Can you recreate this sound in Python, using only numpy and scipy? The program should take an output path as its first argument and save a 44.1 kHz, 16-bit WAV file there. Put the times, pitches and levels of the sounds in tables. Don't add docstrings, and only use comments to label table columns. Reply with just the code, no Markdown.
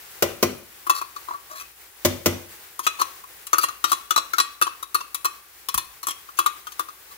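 import sys
import numpy as np
from scipy import signal
from scipy.fft import rfft, irfft
from scipy.io import wavfile
from scipy.ndimage import uniform_filter1d, minimum_filter1d

SR = 44100
rng = np.random.default_rng(int(sys.argv[2]) if len(sys.argv) > 2 else 0)


def dump(signal):
    limited = np.clip(np.atleast_2d(signal).T, -1, 1)
    pcm = np.round(limited * 32767).astype(np.int16)
    wavfile.write(sys.argv[1], SR, pcm)


N = 316197
T = np.arange(SR // 2) / SR
BLOW = SR // 100
PORT_LAG_S = .00028

# t/s, level/dB
FRYING_LEVEL = [(0, -41.5), (.8, -45.5), (3.4, -43.5), (4.6, -48.5), (7.1, -45.5)]
# f/Hz, level/dB
SIZZLE_TONE = [(15, -48.5), (25, -25), (37, -14), (58, 2), (270, -10.5), (344, 1), (591, -3.5), (641, -6),
               (775, 0.5), (988, -1), (1520, 1), (2050, 0.5), (3160, -3.5), (12500, -7), (15000, 1.5),
               (16000, -2.5)]
# t/s, level/dB, extra crash/dB, tilt of the pan tones by the spot struck/dB per octave
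KNOCKS = [(0.2231, -6.5, 6.5, 6), (0.4268, -6.5, 6.5, 6.5), (2.049, -6.5, 9, 2.5), (2.259, -6, 7.5, 0)]
# f/Hz, level/dB, t60/s
PAN_MODES = [(93.4, -7.5, 0.3), (148, -8, 0.16), (218.5, 2.5, 0.072), (250, -8, 0.22), (346.5, 2, 0.12),
             (452, -25, 0.21), (564.3, -0.5, 0.078), (640.4, -16, 0.22), (1041, -11, 0.096),
             (1180, -7.5, 0.043), (1455, -15.5, 0.061), (2003, -20, 0.17), (2440, -25, 0.23),
             (3000, -21, 0.087), (5820, -20, 0.13)]
# f/Hz, level/dB
CRASH_TONE = [(1000, -55), (2000, -2), (3200, -2.5), (4500, -4.5), (6000, 1), (8300, -8.5), (10500, -8.5),
              (16000, 1)]
# f/Hz, level/dB
THUD_TONE = [(20, -49), (60, -18), (120, -11.5), (300, -1), (600, 4.5), (850, -9.5), (1300, -7),
             (2200, -18.5), (6000, -37)]
# f/Hz, level/dB
SHIVER_TONE = [(150, 0), (400, 0), (700, 1.5), (1200, 5), (1700, -4.5), (2300, -5.5), (3100, -10),
               (4200, -16), (5900, -9), (8000, -13), (16000, -16.5)]
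# start/s, length/s, strength/dB, rasp against note/dB, squeak f/Hz
SCRAPES = [(0.939, .063, -35, 0.5, 4420), (1.27, 0.095, -35, -21, 4040), (1.486, 0.092, -42, -5, 630),
           (1.545, .06, -44.5, 3, 1710), (1.593, 0.032, -40.5, 2.5, 2550), (2.824, .044, -47.5, 10, 3210),
           (2.986, 0.027, -26.5, -5.5, 4340), (3.602, 0.028, -49, 19, 4670),
           (3.869, 0.058, -49.5, 14, 4430), (4.352, 0.057, -46.5, 1.5, 5000),
           (6.07, 0.06, -39.5, 6.5, 3260), (6.369, .02, -51, 15, 6320), (7.098, 0.042, -48, -6, 4040)]
# t/s, strength/dB, clank against note/dB, tick against clank before its bite/dB,
# hollow note before the touch shifts it f/Hz, leading wall partial f/Hz, rebound after/s,
# rebound against landing/dB
TAPS = [(.867, -27, -17.5, 5, 1108, 3140, .003, -1), (.896, -14, -13, 2.5, 1119, 2630, 0.0049, 1.5),
        (1.014, -25, -18, 2, 1096, 2470, 0.0025, -1), (1.162, -33, -12, -3, 1130, 4410, .003, -3),
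        (1.285, -28, -27, -4, 1050, 4050, 0.023, 1), (2.792, -26, -12, 6.5, 1054, 6550, .003, -5),
        (2.866, -16.5, -6.5, -4.5, 1257, 2585, .004, -1), (3.014, -18, -9.5, 0, 1087, 4126, .003, -4),
        (3.238, -41.5, -17, 2, 1100, 2530, .004, -2), (3.468, -43.5, 4.5, 3.5, 1160, 7630, .004, -7),
        (3.531, -13, -12, -1, 1211, 6370, .003, -3), (3.583, -15.5, -12, 6, 1250, 4650, 0.0097, -13),
        (3.632, -22.5, -9, 4.5, 1185, 2780, .007, 6), (3.685, -27, -9.5, -4, 1190, 4080, .004, -17),
        (3.841, -14, -8.5, -2.5, 1179, 3820, 0.0067, -9), (3.917, -16, -10.5, 3, 1148, 3950, 0.011, -1),
        (4.107, -16, -7.5, -2.5, 1267, 3450, 0.0079, -13), (4.161, -15, -8, -2.5, 1178, 4000, 0.016, 0),
        (4.334, -20, -11, -3, 1323, 2180, 0.005, -26), (4.383, -17, -5, -3, 1190, 4010, .017, 3),
        (4.614, -18, -10, 0.5, 1270, 2660, .008, 6), (4.668, -24, -16.5, -4, 1080, 3080, .004, -3.5),
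        (4.827, -30, -10, 4.5, 1095, 3820, 0.0036, -7), (4.945, -18, -11.5, 5, 1187, 4326, 0.0074, -0.5),
        (5.005, -34.5, -8.5, -6, 1100, 2720, .004, 1.5), (5.145, -31.5, -1, 7.5, 1118, 3890, .004, -6),
        (5.246, -24, -9.5, 5, 1171, 4100, 0.0072, 7.5), (5.686, -26.5, -4, 2.5, 1095, 5150, .004, -3.5),
        (5.742, -26, -6, 8.5, 1140, 5500, .003, 0), (5.777, -26, -3.5, 6, 1065, 3536, .003, 1),
        (6.03, -35.5, -4.5, 3, 1113, 4200, 0.0057, -2), (6.069, -25.5, -7.5, 6.5, 1127, 7680, 0.015, 1),
        (6.288, -38, -18, -9, 1140, 3070, .004, -2), (6.388, -14.5, -12.5, 4.5, 1164, 2647, 0.0062, -2.5),
        (6.461, -14, -13.5, 1, 1179, 3876, 0.0071, -5), (6.669, -32, -10, -1.5, 1225, 3180, .004, -6),
        (6.72, -48.5, 3.5, 0.5, 1150, 3120, .004, -1.5), (6.794, -21, -14, 6, 1157, 3544, .003, -4.5),
        (6.885, -35.5, -14.5, -5, 1224, 2680, 0.0039, 0)]
# pitch as a share of the hollow note, note t60/s, bite of the tick/dB,
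# free ring of the wall/dB, left minus right/dB
LANDING = (1.01, 0.06, 1, -12.5, 9)
REBOUND = (0.94, .046, -2.5, -2, 1.5)
# f/Hz, level/dB, t60/s
CAN_MODES = [(1149, -3.5, 0.48), (1303, -5, 0.16), (1870, -3, 0.15), (2563, 0.5, 0.18), (2948, -1, 0.092),
             (3386, 5, 0.1), (4160, 1.5, 0.16), (4623, 4.5, 0.051), (5520, -0.5, 0.11),
             (5680, -12.5, 0.094), (5700, -23, 0.05), (7550, -5, 0.15), (9500, 4, 0.12)]
# ratio to its pitch, level/dB, share of its t60
NOTE_MODES = [(1.002, 1, 1), (1.091, -6, 0.62), (1.188, -8.5, 0.82)]
# f/Hz, level/dB
CLANK_TONE = [(100, -52), (330, -15), (600, -7.5), (900, -2), (1450, 7), (2100, 8), (2700, 9.5), (3100, 8),
              (4000, 11.5), (5100, 6.5), (6000, 15), (7300, 6), (8500, 2), (16000, -40)]
# f/Hz, level/dB
TICK_TONE = [(2000, -24.5), (5500, -35), (7200, -8), (8400, -12.5), (9700, -1.5), (12000, -3),
             (15000, -4.5), (16500, -8)]
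# f/Hz, level/dB
BUMP_TONE = [(15, -11), (30, -4), (55, -5), (110, -15), (250, -29), (1500, -74)]
# f/Hz, level/dB
ROOM_TONE = [(100, 13.0), (500, 6.5), (1200, -0.5), (2500, 7.0), (6000, 0.0), (10000, 2.0), (16000, -4)]


def undb(db):
    return 10 ** (np.asarray(db) / 20)


def unit(x):
    return x * np.sqrt(BLOW / np.sum(x ** 2, axis=-1, keepdims=True))


def level(x, db):
    return x * undb(db) / np.sqrt(np.mean(x ** 2))


def fade(t60):
    return np.exp(-np.log(1000) * T / t60)


def rise(rise_s, t=T):
    return 1 - np.exp(-t / rise_s)


def add(out, s, x):
    i = max(int(s * SR), 0)
    out[:, i:i + x.shape[1]] += x[:, :N - i]


def colour(x, points):
    hz, db = np.transpose(points)
    size = 4096
    grid = np.maximum(np.fft.rfftfreq(size, 1 / SR), 1)
    curve_db = np.interp(np.log(grid), np.log(hz), db)
    cepstrum = irfft(np.log(undb(curve_db)))
    cepstrum[1:size // 2] *= 2
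    cepstrum[size // 2 + 1:] = 0
    response = irfft(np.exp(rfft(cepstrum)))
    return signal.fftconvolve(x, response[None], axes=1)[:, :x.shape[1]]


def sides(db):
    return undb(np.array([[db], [-db]]) / 2)


def ports(x, lag_s):
    t = np.arange(len(x)) / SR
    late = np.interp(t - round(lag_s * SR) / SR, t, x, left=0)
    return np.array([x, late])


def share_lows(x, below_hz):
    lowpass = signal.butter(1, below_hz, fs=SR, output="sos")
    low = signal.sosfilt(lowpass, x[0] - x[1])
    return x + low * np.array([[-.5], [.5]])


def wander(per_s):
    hold = int(SR / per_s)
    steps = np.repeat(rng.standard_normal(N // hold + 1), hold)
    return level(uniform_filter1d(steps, hold)[:N], 0)


def burst(points, t60, apart, lag_s, rise_s=0.00034):
    shared = ports(rng.standard_normal(len(T)), lag_s)
    noise = shared + apart * rng.standard_normal((2, len(T)))
    return unit(colour(noise * fade(t60) * rise(rise_s), points))


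def ring(modes, detune, spread, scatter_db=3):
    out = 0
    for hz, db, t60 in modes:
        pitch, size, turn = rng.standard_normal(3)
        phase = np.array([[0], [turn * spread * min(hz / 1500, 2)]])
        tone = np.sin(2 * np.pi * hz * (1 + detune * pitch) * T - phase)
        out = out + undb(db + scatter_db * size) * fade(t60) * tone
    return unit(out)


def hum(hz=56.8, db=-70.5):
    t = np.arange(N) / SR
    return level(np.sin(2 * np.pi * hz * t), db)


def frying(pops_per_s=260, pop_db=-11, scatter_db=0.5, flutter_db=1.5, pan_db=2):
    t = np.arange(N) / SR
    hiss = share_lows(colour(rng.standard_normal((2, N)), SIZZLE_TONE), below_hz=600)
    hiss = hiss * undb(flutter_db * wander(per_s=18))
    sizes = undb(scatter_db * np.minimum(rng.exponential(size=N), 5))
    sizes = sizes * (rng.random(N) < pops_per_s / SR)
    pop = burst(TICK_TONE, t60=0.053, apart=1, lag_s=0)
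    pops = signal.fftconvolve(pop, sizes[None], axes=1)[:, :N]
    loudness = undb(np.interp(t, *np.transpose(FRYING_LEVEL)))
    return (level(hiss, 0) + level(pops, pop_db)) * loudness * sides(pan_db)


def kitchen(x, wet_db, t60=0.45, build_s=0.0059):
    tail = rng.standard_normal((2, len(T))) * fade(t60) * rise(build_s)
    tail = tail / np.sqrt(np.sum(tail ** 2) / 2)
    tail = colour(share_lows(tail, below_hz=500), ROOM_TONE)
    return x + undb(wet_db) * signal.fftconvolve(x, tail, axes=1)[:, :N]


def bump(at_s=5.74, db=-35):
    out = np.zeros((2, N))
    thump = burst(BUMP_TONE, t60=0.079, apart=0.76, lag_s=0, rise_s=.01)
    add(out, at_s, undb(db) * thump)
    return out


def knocks(ring_db=-6, thud_db=-7, crash_db=-10, shiver_db=-21, pan_db=2.5):
    out = np.zeros((2, N))
    for s, db, extra_crash_db, tilt_db in KNOCKS:
        modes = []
        for hz, mode_db, t60 in PAN_MODES:
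            octaves = np.log2(np.clip(hz, 200, 1200) / 500)
            modes.append((hz, mode_db + tilt_db * octaves, t60))
        tones = ring(modes, detune=0.0067, spread=2.8, scatter_db=2.0) * rise(0.0024)
        thud = burst(THUD_TONE, t60=0.058, apart=1.0, lag_s=.0001, rise_s=0.00017)
        shiver = burst(SHIVER_TONE, t60=0.42, apart=0.68, lag_s=.0001, rise_s=0.0024)
        crash = burst(CRASH_TONE, t60=0.058, apart=1.0, lag_s=.0001, rise_s=0.00043)
        blow = undb(ring_db) * tones + undb(thud_db) * thud + undb(shiver_db) * shiver
        blow += undb(crash_db + extra_crash_db) * crash
        add(out, s, blow * undb(db) * sides(pan_db))
    return out


def partial(hz, t60, rise_s=0.0026):
    return unit(ports(np.sin(2 * np.pi * hz * T) * fade(t60) * rise(rise_s), PORT_LAG_S))


def contact(points, t60, apart, count=70, noise_db=-3, rise_s=0.00025):
    t = T[:SR // 10]
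    place, turn, size = rng.random((3, count, 1))
    hz = np.interp(place, [0, 1], [1500, 15500])
    partials = np.sum(size ** 2 * np.sin(2 * np.pi * (hz * t + turn)), axis=0)
    partials = partials * fade(t60)[:len(t)] * rise(rise_s, t)
    partials = np.pad(partials, (0, len(T) - len(t)))
    partials = unit(colour(ports(partials, PORT_LAG_S), points))
    return unit(partials + undb(noise_db) * burst(points, t60, apart, PORT_LAG_S, rise_s))


def hollow(hz, t60, rise_s=0.0018, lag_s=0.00031, blur_db=-8.0, base_hz=345, base_db=-28):
    note = 0
    for ratio, db, share in NOTE_MODES:
        tone = np.sin(2 * np.pi * (hz * ratio * T + rng.random()))
        note = note + undb(db) * tone * fade(t60 * share)
    note = unit(ports(note * rise(rise_s), lag_s))
    # f/Hz, level/dB
    around_note = [(150, -42), (300, -25), (480, -19), (750, -21), (hz, 0), (hz * 1.12, 0),
                   (1900, -22), (5000, -50)]
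    blur = burst(around_note, t60=0.057, apart=0.24, lag_s=lag_s)
    return unit(note + undb(blur_db) * blur + undb(base_db) * partial(base_hz, t60=0.081))


def scrapes(slips_per_s=900, note_hz=1130, wall_db=-13, squeak_db=-2, pan_db=5):
    out = np.zeros((2, N))
    for s, length, db, rasp_db, squeak_hz in SCRAPES:
        chance, size = rng.random((2, len(T)))
        swell = np.sin(np.pi * np.minimum(T / length, 1))
        slips = (chance < slips_per_s / SR) * size ** 2 * swell
        rasp = contact(CLANK_TONE, t60=0.064, apart=0.85, noise_db=-1.0)
        rasp += contact(TICK_TONE, t60=0.033, apart=0.84, noise_db=17.0)
        rasp += undb(wall_db) * ring(CAN_MODES, detune=0.0072, spread=0.8)
        rasp += undb(squeak_db) * partial(squeak_hz, t60=0.024)
        note = hollow(note_hz, t60=0.036)
        for body, body_db in ((note, db), (rasp, db + rasp_db)):
            run = unit(signal.fftconvolve(body, slips[None], axes=1))
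            run = run * np.sqrt(length * SR / BLOW)
            add(out, s, run * undb(body_db) * sides(pan_db))
    return out


def touch(db, clank_db, tick_db, note_hz, wall_hz, manner, partial_db=-3, partial_t60=0.05):
    share, t60, bite_db, ring_db, pan_db = manner
    metal = contact(CLANK_TONE, t60=0.072, apart=1.4, noise_db=-3)
    metal += undb(partial_db) * partial(wall_hz, partial_t60)
    metal += undb(tick_db + bite_db) * contact(TICK_TONE, t60=0.044, apart=4.8, noise_db=8)
    metal += undb(ring_db) * ring(CAN_MODES, detune=0.01095, spread=0.82, scatter_db=3.5)
    note = hollow(note_hz * share, t60)
    return undb(db) * (note + undb(clank_db) * metal) * sides(pan_db)


def taps():
    out = np.zeros((2, N))
    for s, db, clank_db, tick_db, note_hz, wall_hz, rebound_s, rebound_db in TAPS:
        landing = touch(db, clank_db, tick_db, note_hz, wall_hz, LANDING)
        rebound = touch(db + rebound_db, clank_db, tick_db, note_hz, wall_hz, REBOUND)
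        add(out, s, landing)
        add(out, s + rebound_s, rebound)
    return out


def scene():
    background = frying() + hum()
    pan = kitchen(knocks(), wet_db=-15.0)
    can = kitchen(bump() + scrapes() + taps(), wet_db=-15.5)
    return background + pan + can


def record(dry, ceiling=.92, bass_cut_hz=38, top_hz=15600):
    peak = np.maximum(np.abs(dry).max(axis=0), 1e-9)
    gain = np.minimum(1, ceiling / peak)
    gain = uniform_filter1d(minimum_filter1d(gain, size=49), size=49)
    bass_cut = signal.butter(2, bass_cut_hz, "high", fs=SR, output="sos")
    top_cut = signal.ellip(8, .2, 70, top_hz, fs=SR, output="sos")
    return signal.sosfilt(top_cut, signal.sosfilt(bass_cut, dry * gain))


dry = scene()
out = record(dry)
dump(out)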